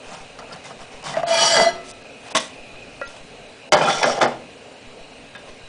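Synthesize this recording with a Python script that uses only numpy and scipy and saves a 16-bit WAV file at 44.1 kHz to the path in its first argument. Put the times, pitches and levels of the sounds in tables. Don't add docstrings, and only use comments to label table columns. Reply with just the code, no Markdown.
import sys
import numpy as np
from scipy import signal
from scipy.io import wavfile
from scipy.ndimage import uniform_filter1d

SR = 44100
rng = np.random.default_rng(int(sys.argv[2]) if len(sys.argv) > 2 else 0)


def gain_from_db(level_db):
    decades = np.asarray(level_db, float) / 20
    return 10 ** decades


def transcribe(u):
    v = np.clip(np.atleast_2d(u).T, -1, 1)
    q = np.round(v * 32767).astype(np.int16)
    wavfile.write(sys.argv[1], SR, q)


N = 250485

# (frequency [Hz], level [dB])
HISS_COLOUR = [(40, -22.5), (100, -16), (200, -31.5), (350, -13), (600, -2), (1000, -13), (1800, -16),
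               (2700, -11), (3300, -17.5), (6000, -23.5), (9800, -28), (11000, -26.5)]
# (frequency [Hz], width [Hz], level [dB])
HISS_BANDS = [(244.2, 21.3, 14.0), (455, 80, 1.5), (1616, 44, -8.5), (2880, 85, -6.5), (3950, 140, -9),
              (4290, 46, -11.5), (8500, 90, -22), (138, 59, 2.0), (670, 32, -22.0)]
# (time [s], level [dB])
HISS_SWELL = [
    (0, 0.5),
    (1, 0.5),
    (2.099, 0),
    (2.8, 1),
    (3.499, 0),
    (4.6, 0),
    (5.68, 0),
]
# (time [s], level [dB])
JETS_OPEN = [
    (0, -4.5),
    (1.7, -3),
    (2.2, 3.5),
    (2.8, 4.5),
    (3.15, -3.5),
    (4.5, -7.5),
    (5.68, -8.5),
]
# (frequency [Hz], time to fall 60 dB [s])
KITCHEN_FADE = [(120, 0.86), (330, 0.53), (870, 0.32), (2300, 0.38), (6060, 0.31)]
JOLTS = [.07, .805, 1.595, 2.6, 3.072, 3.972, 4.872, 5.5]
SMALL_JOLTS = [.765, 2.565, 5.462]
# (time [s], length [s], lowest frequency lost [Hz])
DROPOUTS = [(0.41, 0.003, 4950), (0.494, 0.0032, 4700), (0.553, 0.0038, 4430), (1.031, 0.0087, 3200),
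            (1.245, 0.021, 4400), (1.924, 0.011, 4000), (2.028, 0.009, 5300), (2.294, 0.0084, 5450),
            (2.329, 0.021, 3200), (2.336, 0.0033, 1002), (2.388, 0.01, 7000), (3.055, 0.02, 5100),
            (5.365, .012, 5200), (3.693, 0.025, 900), (3.752, 0.007, 4900), (3.758, 0.009, 4700),
            (3.811, 0.0071, 5100), (3.974, 0.0063, 5960), (3.849, 0.0072, 5960), (4.022, .006, 4000),
            (4.041, 0.016, 6600), (4.193, 0.01, 3500), (4.259, 0.015, 5400)]

# (frequency [Hz], level [dB])
SPATULA = [(785, 33, 6.5), (3100, 280, -2), (3500, 63, -2), (3690, 60, 0.5), (4560, 19, -20),
           (5440, 110, -26), (7000, 22, -28), (7750, 83, -16)]
SPATULA_DENSE = [(59, -23), (100, -23.5), (139, 7), (329, -28), (781, 3), (2720, -13.5), (5640, -6),
                 (9850, -13.5), (12800, -50), (21700, -120)]
BATTER = [(666, 30, 7), (1130, 230, -3), (1990, 230, -10), (3610, 800, -3.5), (6380, 320, -9),
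          (8400, 470, -15.5)]
BATTER_DENSE = [(60, -46), (240, -14.5), (700, -1.5), (1200, -7), (2200, -15), (3600, -8), (9600, -12),
                (12000, -10)]
GRATE = [(157, 30, -9), (243, 17.5, -1), (368, 17, -13), (460, 7.6, -3.5), (647, 24, 5), (792, 51, 1.5),
         (1350, 96, -7.5), (1620, 42, -7), (2010, 210, -15), (2500, 160, -27), (3040, 320, -20),
         (4270, 2900, -35.5)]
GRATE_DENSE = [(60, -71), (200, -16.5), (600, -1.5), (1400, -13), (2700, -42.5), (5500, -33.5),
               (9600, -46.5), (12000, -76.5)]
PAN_LOW = [(150, 15, -5), (668, 22, 27.5), (890, 20, -4), (930, 39, 11)]
PAN_DENSE = [(60, -69), (200, -34), (500, -5.5), (1200, -2.5), (2700, -24), (5000, -18), (9600, -27),
             (12000, -41.5)]
# (frequency [Hz], width [Hz], level [dB])
RIM = [(515, 60, 0), (1160, 60, -8), (1637, 40, -8), (3000, 90, -24)]
EDGE = [(1500, 300, -12), (250, 30, -2), (3950, 25, -7), (2550, 25, -1), (2000, 200, -12), (3100, 40, -5)]
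# (width [Hz], level [dB])
PAN_HZ = [1272, 1650, 2003, 2391, 2990, 3310, 3330, 3740, 4180, 4335, 4655, 4985, 5640, 5810, 5845, 6760,
          7250, 7600, 7745, 8000, 8657, 9700]
PAN_RING = [(14, -22), (40, 0.5), (15.9, -2), (16, -9.5), (22, 0.5), (28, 2.5), (20.4, -9), (35, -12),
            (40, -8), (25, -13), (26, 0), (35, -18), (60, -6.5), (25, -3.5), (25, -7.5), (60, -10.5),
            (35, -16), (30, -20), (20, -12.5), (60, -14), (20, -23), (50, -18)]
# (frequency [Hz], width [Hz], level [dB])
GRIPS = [
    [(3030, 58, -15), (1623, 42, 0.5)],
    [(3050, 66, -4), (2480, 110, -4)],
    [(3410, 81, -11.5), (5570, 95, -16)],
    [(3310, 140, -32), (5580, 160, -23)],
    [(3500, 680, 0), (5300, 270, -31)],
]

# (time [s], length [s], peak pressure [dB], sliding speed as middle band over low ring [dB],
# place of the peak [0-1])
NUDGES = [
    (0.024, 0.35, -36.5, -8.5, 0.32),
    (0.384, 0.044, -33.5, -11.5, 0.18),
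    (0.469, 0.19, -36, -11.5, 0.4),
    (0.632, 0.15, -37.5, -6, 0.19),
    (0.698, 0.046, -34.5, -16, 0.2),
    (0.78, 0.12, -36.5, -9.5, 0.32),
    (0.9, 0.38, -44.5, -7, 0.06),
]
SCRAPE = [
    (1.025, 0.12, -28.5, -5, 0.37),
    (1.131, 0.08, -24.5, -14.5, 0.57),
]
FLIP = [
    (1.741, 0.15, -37.5, -10, 0.087),
    (1.839, 0.078, -48.5, 7, 0.97),
    (2.17, 0.12, -42.5, -2.5, 0.97),
    (2.285, 0.045, -35, -2.5, 0.81),
    (2.385, 0.099, -37, 2, 0.13),
    (3.05, 0.12, -48, 2.5, 0.1),
    (3.16, 0.037, -40.5, -4.5, 0.18),
    (5.352, 0.06, -39, -9, 0.1),
    (5.44, 0.091, -40.5, -7, 0.59),
]
SETTLE = [
    (3.735, 0.17, -14, -16, 0.16),
    (3.81, 0.13, -15, -12, 0.12),
    (3.88, 0.26, -20.5, -6.5, 0.022),
    (4.035, 0.19, -16, -13.5, 0.071),
    (4.215, 0.14, -18.5, -32, 0.3),
]
# (time [s], pressure [dB], sliding speed [dB])
DRAG = [
    (1.255, -26, -15),
    (1.287, -19, -6),
    (1.309, -18, -8),
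    (1.36, -19, -3.5),
    (1.44, -19, 0),
    (1.487, -18.5, -0.5),
    (1.575, -12, -8.5),
    (1.62, -18, -4),
    (1.694, -21.5, -12),
    (1.74, -40, -16),
]
# (time [s], frequency [Hz], level [dB])
BOWED = [
    (1.262, 668, -41),
    (1.312, 668, -20),
    (1.385, 665.2, -22.5),
    (1.43, 678, -22.5),
    (1.49, 682, -30),
    (1.52, 671.4, -17),
    (1.575, 667.5, -13),
    (1.69, 676, -19),
    (1.715, 676, -38),
]

# (time [s], peak level [dB], treble against low ring [dB], chatter time [s],
# mode nearest the blow [Hz])
KNOCKS = [
    (0.389, -28, -6, 0.006, 1335),
    (0.421, -30, -31, 0.049, 1350),
    (0.708, -26.5, -21, 0.0056, 1254),
    (1.231, -14.5, -24.5, 0.0088, 1165),
    (1.566, -4, -8.5, 0.039, 1660),
    (1.599, -8.5, -22, 0.0071, 2000),
]
PINGS = [
    (0.511, -35, -21, 0.0087, 1370),
    (0.647, -37, -13, 0.011, 2070),
    (1.058, -33.5, -19, 0.011, 1110),
    (1.14, -24, -25, 0.018, 1940),
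]
ROCKS = [
    (1.168, -14.5, -16, 0.01, 645),
    (1.197, -23, -16, 0.02, 668),
    (1.232, -21, -20, .012, 681),
]
SCRATCH = [
    (.523, -41, 0, .015, 4900),
    (.529, -40, 0, .015, 4400),
    (.527, -43, 0, .015, 5250),
    (3.075, -45, 10, .02, 5300),
]
SLAPS = [
    (2.346, -22.5, -8, 0.05, 705),
    (2.349, -4.5, -7, 0.1, 1109),
    (2.3665, -16, 9, 0.075, 3450),
    (2.372, -13.5, 4, 0.036, 1960),
]
RIM_TAP = [
    (3.0135, -19.5, -17, 0.006, 560),
]
EDGE_TAP = [
    (5.35, -27, -2, .004, 1645),
]
LANDINGS = [
    (3.721, -2, -7, 0.082, 3005),
    (3.732, -7, -1, 0.034, 1610),
    (4.029, -8.5, -2, 0.081, 2050),
    (4.045, -33, -32, 0.035, 590),
    (4.213, -8.5, -8, 0.18, 3500),
    (4.227, -6, -13, 0.031, 1050),
]
BUMPS = [
    (3.808, -9, -22, 0.036, 826),
    (3.874, -13, -17, 0.071, 1350),
    (3.897, -15, -2.5, 0.045, 817),
    (4.013, -12, -9, 0.22, 860),
    (4.097, -14, -11, 0.021, 1266),
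    (4.175, -15, -22, 0.14, 700),
    (4.206, -12.5, -12, 0.053, 806),
    (4.257, -15, -44.5, 0.026, 687),
]
# (time [s], length [s], frequency [Hz], width [Hz], level [dB])
SINGS = [(1.296, 0.15, 2390, 14, -29), (1.349, 0.14, 1257, 14, -28), (1.403, 0.061, 893, 45, -21.5),
         (1.41, 0.054, 5840, 30, -24), (1.443, 0.049, 5180, 37, -28), (1.449, 0.12, 4840, 29, -28),
         (1.50, 0.069, 7450, 40, -26.5), (1.576, 0.054, 680, 63, -16.5), (1.604, 0.07, 5705, 34, -30),
         (1.62, 0.08, 4180, 20, -31), (1.56, 0.063, 910, 40, -25.5), (1.645, 0.014, 1996, 8.2, -27.5),
         (1.6, 0.031, 160, 15, -30.5), (1.5, .1, 149, 18, -42), (1.595, 0.023, 685, 30, -16),
         (3.722, 0.03, 616, 44, -14.5), (3.727, .06, 1100, 60, -25), (3.75, 0.063, 950, 60, -26),
         (3.809, .03, 2000, 50, -42), (3.836, 0.045, 3400, 40, -32), (3.848, 0.059, 790, 44, -23),
         (3.868, 0.029, 1347, 53, -17.5), (3.895, 0.05, 3480, 60, -29.5), (3.921, 0.086, 1375, 45, -33.5),
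         (3.97, .03, 2300, 40, -33.5), (4.035, 0.02, 1644, 50, -19), (4.045, 0.04, 657, 33, -19.5),
         (4.057, 0.063, 4651, 40, -40), (4.054, 0.091, 5500, 40, -38), (4.21, .04, 810, 63, -20),
         (4.21, 0.016, 1386, 55, -19), (1.33, .19, 2992, 11, -25), (1.277, .2, 3324, 40, -30),
         (4.223, 0.051, 760, 90, -25), (2.35, 0.035, 244, 34, -34)]
CLACKS = [(1.5855, -9), (1.6185, -10), (3.7225, -5), (3.7435, -9), (3.7695, -9), (3.8118, -5), (3.8985, -7),
          (4.0395, -9), (4.0612, -7), (4.2163, -4), (4.2286, -8), (4.2402, -2), (4.2443, -8), (4.2608, -5)]
PULLS = [
    (1.6014, -6),
    (1.6482, -7),
    (3.9529, -13),
    (4.0443, -8),
]
# (frequency [Hz], level [dB], time to fall 60 dB [s])
FREE_RING = [(270, -17, 1.1), (371, -9, .9), (442, -2, .35), (620, -3, .3), (698, -8, 1.1), (735, 0, .3),
             (1215, -11, .7), (1320, -9.5, 1.05), (2006, 4, .45)]
RIM_RING = [(513, -25, .09), (1388, -23, .22), (1934, -28, .22), (2572, -37, .4), (1606, -36, .16)]
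EDGE_RING = [(1640, -31, .14), (3600, -40, .25)]

PAN = PAN_LOW + [(hz, *ringing) for hz, ringing in zip(PAN_HZ, PAN_RING)]
DRAGGED_PAN = [(hz, width, db - 9 * (hz == 668)) for hz, width, db in PAN]


def evened(x):
    return x / np.sqrt(np.mean(x ** 2) + 1e-20)


def read(points, hz):
    f, value = np.transpose(points)
    return np.interp(np.log(hz + 1), np.log(f + 1), value)


def add(mix, s, sound):
    part = mix[round(s * SR):][:len(sound)]
    part += sound[:len(part)]


def supply_jolts():
    flutter_hz = 24.4
    t, volts = np.arange(N) / SR, np.zeros(N)
    for s in JOLTS:
        u = t - s
        flutter = (u > .18) & (u < .415)
        volts += (u > 0) & (u < .137)
        volts += flutter * (0.082 + 0.29 * ((flutter_hz * (u - .19)) % 1 < .3))
    for s in SMALL_JOLTS:
        volts += 0.27 * ((t > s) & (t < s + .018))
    volts = signal.lfilter(*signal.butter(1, 60, fs=SR), volts)
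    return gain_from_db(-37) * signal.lfilter(*signal.butter(1, 5.5, "high", fs=SR), volts)


def flame_and_fan():
    level_db, jet_hz, jet_width_hz = -42, 2504, 130
    frames, hz = N // 256 + 5, np.fft.rfftfreq(1024, 1 / SR)
    a, b, patches = rng.standard_normal((frames, 513, 3)).T
    patches = evened(uniform_filter1d(uniform_filter1d(patches, 9, 0), 12, 1))
    bands = sum(gain_from_db(db) / np.sqrt(1 + (2 * (hz - f) / width) ** 4) for f, width, db in HISS_BANDS)
    colour = gain_from_db(read(HISS_COLOUR, hz) + 0.5) + 0.38 * bands
    t = np.arange(frames) * 256 / SR
    jet_band = 1 / np.sqrt(1 + (2 * (hz[:, None] - jet_hz) / jet_width_hz) ** 4)
    jets = gain_from_db(np.interp(t, *np.transpose(JETS_OPEN))) * jet_band
    swell_db = np.interp(t, *np.transpose(HISS_SWELL))
    z = (a + 1j * b) * (colour[:, None] + .38 * jets) * gain_from_db(1.57 * patches + swell_db)
    return gain_from_db(level_db) * evened(signal.istft(z, nperseg=1024, noverlap=768)[1][:N])


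def kitchen(x):
    taps = np.zeros(SR // 2)
    at = np.arange(200, len(taps) - 20, 20)
    taps[at + rng.integers(0, 20, len(at))] = rng.choice([-1., 1.], len(at))
    hz, t, z = signal.stft(taps, SR, nperseg=256)
    fade = gain_from_db(-60 * t / read(KITCHEN_FADE, hz)[:, None])
    tail = signal.istft(z * fade, SR, nperseg=256)[1]
    return signal.fftconvolve(x, tail / np.linalg.norm(tail))[:N]


def body(peaks, dense, dense_db, shuffle_db=0):
    t = np.arange(8192) / SR
    log_gain = np.log(gain_from_db(read(dense, abs(np.fft.fftfreq(8192, 1 / SR))) + dense_db))
    ringing = np.fft.ifft(np.exp(np.conj(signal.hilbert(log_gain)))).real
    ringing[4096:] = 0
    places = rng.standard_normal(len(peaks))
    for (hz, width, db), place in zip(peaks, places):
        gain = gain_from_db(db + shuffle_db * place) * 2 * np.pi * width / SR
        ringing += gain * np.exp(-np.pi * width * t) * np.sin(2 * np.pi * hz * t)
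    bands = (2000, "low"), ((2000, 5000), "band"), (5000, "high")
    parts = [signal.sosfilt(signal.butter(4, hz, kind, fs=SR, output="sos"), ringing) for hz, kind in bands]
    return [part / np.linalg.norm(part) for part in parts]


def grit(count, per_s, spread_db):
    hit, sign, size = rng.random(count), rng.standard_normal(count), rng.exponential(1, count)
    return evened((hit < per_s / SR) * sign * gain_from_db(spread_db * np.minimum(size, 4)))


def driven_body(force, levels_db, parts):
    return sum(signal.fftconvolve(force * gain_from_db(db), part) for db, part in zip(levels_db, parts))


def stroke(start, length, press_db, speed_db, peak, rise_db, fall_db, speedup_db):
    top = start + length * np.clip(peak, .02, .98)
    return [(start, press_db - rise_db, speed_db), (top, press_db, speed_db),
            (start + length, press_db - fall_db, speed_db + speedup_db)]


def slide(mix, rows, shape, per_s, spread_db, top_db, low_db=0):
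    spot_s = .05
    s, press_db, speed_db = np.transpose(rows)
    t = np.arange(s[0], s[-1], 1 / SR)
    press = gain_from_db(np.interp(t, s, press_db)) * signal.windows.tukey(len(t), .04)
    middle_db = np.interp(t, s, speed_db)
    levels_db = low_db, middle_db, 1.61 * middle_db + top_db
    for spot in range(3):
        fade = np.sqrt(2 / 3) * np.cos(np.pi * (t / spot_s + spot) / 3)
        force = grit(SR // 2, per_s, spread_db)[:len(t)]
        add(mix, s[0], driven_body(force * press * fade, levels_db, body(*shape)))


def blows(mix, rows, shape, per_s, rise_s, near_t60, near_db, top_db):
    t = np.arange(6000) / SR
    for s, db, treble_db, chatter_s, hz in rows:
        parts, fade_db = body(*shape), -60 * t / max(chatter_s, .001)
        force = grit(6000, per_s, 0.92) * gain_from_db(fade_db) * np.minimum(t / rise_s, 1)
        force[20] += 0.0058 / rise_s
        peak = abs(signal.fftconvolve(force, parts[0])).max()
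        levels_db = 0, treble_db, treble_db + top_db + 0.021 * fade_db
        add(mix, s, driven_body(force, levels_db, parts) * gain_from_db(db) / peak)
        near = gain_from_db(-60 * t / near_t60) * np.minimum(t / (0.72 * rise_s), 1) * np.sin(2 * np.pi * hz * t)
        add(mix, s, gain_from_db(db + near_db) * near)


def ring(mix, s, modes, gain_db):
    t = np.arange(SR) / SR
    free = sum(gain_from_db(db - 60 * t / t60) * np.sin(2 * np.pi * hz * t) for hz, db, t60 in modes)
    add(mix, s, gain_from_db(gain_db) * np.minimum(t / .002, 1) * free)


def singing_spots(mix):
    t = np.arange(4000) / SR
    for s, length, hz, width, db in SINGS:
        force = grit(8000, 3000, 4.2)[:round(length * SR)]
        mode = np.exp(-np.pi * width * t) * np.sin(2 * np.pi * hz * t)
        tone = signal.fftconvolve(force * np.hanning(len(force)) ** 0.49, mode)
        add(mix, s, gain_from_db(db) * tone / np.sqrt(np.mean(tone[:len(force)] ** 2)))


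def taps(mix, tones):
    blows(mix, RIM_TAP, (RIM, BATTER_DENSE, -19),
          per_s=12000, rise_s=0.002, near_t60=0.06, near_db=3, top_db=-22)
    blows(mix, EDGE_TAP, (EDGE, BATTER_DENSE, -15),
          per_s=8000, rise_s=.0012, near_t60=.03, near_db=-14, top_db=-14)
    ring(tones, 3.0145, RIM_RING, 0)
    ring(tones, 5.351, EDGE_RING, 0)


def spatula_strokes(mix):
    for row in NUDGES:
        rows = stroke(*row, rise_db=10.5, fall_db=24.5, speedup_db=-3.0)
        slide(mix, rows, (SPATULA, SPATULA_DENSE, -1, 3), per_s=8300, spread_db=4.0, top_db=5.5)
    for row in SCRAPE:
        rows = stroke(*row, rise_db=11.5, fall_db=7.0, speedup_db=0.5)
        slide(mix, rows, (SPATULA, SPATULA_DENSE, -1.5, 3), per_s=9600, spread_db=0.0, top_db=0.5)


def spatula_scratches(mix):
    blows(mix, SCRATCH, (SPATULA, SPATULA_DENSE, 1.5),
          per_s=17000, rise_s=0.0034, near_t60=0.03, near_db=13, top_db=-4)


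def pancake_rubs(mix):
    for row in FLIP:
        rows = stroke(*row, rise_db=14.5, fall_db=20.0, speedup_db=4.0)
        slide(mix, rows, (BATTER, BATTER_DENSE, 5, 3), per_s=7500, spread_db=-5.0, top_db=4.5)


def pancake_slap(mix):
    blows(mix, SLAPS, (BATTER, BATTER_DENSE, 1.5, 3),
          per_s=10000, rise_s=0.00083, near_t60=0.061, near_db=-3.5, top_db=3.0)


def bowed_pan(tones):
    wobble_db, wobble_s = 3.5, 0.0074
    s, hz, db = np.transpose(BOWED)
    t = np.arange(s[0], s[-1], 1 / SR)
    width = max(round(wobble_s * SR), 1)
    noise = rng.standard_normal(SR // 2 + 2000)
    wobble = evened(uniform_filter1d(uniform_filter1d(noise, width), width))[:len(t)]
    tone = np.sqrt(2) * np.sin(2 * np.pi * np.cumsum(np.interp(t, s, hz)) / SR)
    add(tones, s[0], gain_from_db(np.interp(t, s, db) + wobble_db * wobble) * tone)


def dragged_pan(mix, tones):
    slide(mix, DRAG, (DRAGGED_PAN, PAN_DENSE, 1.5, 2.5), per_s=6000, spread_db=2.5, top_db=-1.5, low_db=-4)
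    bowed_pan(tones)
    ring(tones, 1.57, FREE_RING, -18.5)


def pan_knocks(mix):
    blows(mix, KNOCKS, (DRAGGED_PAN, PAN_DENSE, 3, 2),
          per_s=5400, rise_s=0.0015, near_t60=0.05, near_db=-4.0, top_db=-3.0)
    blows(mix, PINGS, (PAN, PAN_DENSE, 1.5, 3),
          per_s=5600, rise_s=0.0022, near_t60=0.13, near_db=2.0, top_db=-5.5)
    blows(mix, ROCKS, (PAN_LOW, PAN_DENSE, -10.5),
          per_s=9000, rise_s=0.006, near_t60=0.065, near_db=12, top_db=-16)


def slides_on_grate(mix):
    for row, grip in zip(SETTLE, GRIPS):
        rows = stroke(*row, rise_db=-3, fall_db=19.5, speedup_db=9.5)
        slide(mix, rows, (GRATE + grip, GRATE_DENSE, 4, 2.5), per_s=6000, spread_db=2.0, top_db=1.0)


def landings(mix):
    blows(mix, LANDINGS, (GRATE, GRATE_DENSE, 4, 2),
          per_s=7000, rise_s=0.0018, near_t60=0.035, near_db=-6, top_db=-7)
    blows(mix, BUMPS, (GRATE, GRATE_DENSE, 4, 2),
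          per_s=7000, rise_s=0.006, near_t60=0.054, near_db=1.0, top_db=-27.0)


def clacks(mix):
    clack_s = 0.00021
    u = np.arange(-44, 45) / SR / clack_s
    for rows, way in (CLACKS, 1), (PULLS, -1):
        for s, db in rows:
            add(mix, s - 44 / SR, way * gain_from_db(db) * (1 - u ** 2) * np.exp(-u ** 2 / 2))


def pan_and_spatula():
    mix, tones = np.zeros((2, N))
    spatula_strokes(mix)
    dragged_pan(mix, tones)
    pancake_rubs(mix)
    slides_on_grate(mix)
    pan_knocks(mix)
    spatula_scratches(mix)
    landings(mix)
    pancake_slap(mix)
    taps(mix, tones)
    singing_spots(mix)
    clacks(mix)
    no_bass = signal.butter(6, 135, "high", fs=SR, output="sos")
    return signal.sosfilt(no_bass, mix), tones


def scene():
    near, tones = pan_and_spatula()
    room = kitchen(near + gain_from_db(-9) * tones)
    return np.tile(gain_from_db(-2.5) * (near + tones) + gain_from_db(-11.5) * room + flame_and_fan(), (2, 1))


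def camera_losses(x):
    hz, t, z = signal.stft(x, SR, nperseg=256, noverlap=192)
    chance = rng.random((len(t) // 8 + 1, 33)).T
    chance = np.repeat(np.repeat(chance, 4, axis=0), 8, axis=1)[:len(hz), :len(t)]
    lost = (chance < .035) & (hz[:, None] > 4500)
    for s, length, low_hz in DROPOUTS:
        lost |= (hz[:, None] > low_hz) & (t > s) & (t < s + length) & (chance < .96)
    x = signal.istft(z * np.where(lost, gain_from_db(-33), 1), SR, nperseg=256, noverlap=192)[1][:, :N]
    top_cut = signal.firwin(1023, 9973 + 60, window=("kaiser", 10), fs=SR)
    return signal.oaconvolve(x, top_cut[None], "same")


def band_limit(x):
    return signal.sosfilt(signal.butter(12, 15800, fs=SR, output="sos"), x)


def record(dry):
    preamp_top, full_scale = .73, .70
    thump = signal.lfilter(*signal.butter(2, [15, 120], "band", fs=SR), dry ** 2)
    x = dry + .08 * thump + supply_jolts()
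    x = x / (1 + (x / preamp_top) ** 8) ** (1 / 8)
    mix = np.clip(camera_losses(x), -full_scale, full_scale)
    return band_limit(mix)


dry = scene()
out = record(dry)
transcribe(out)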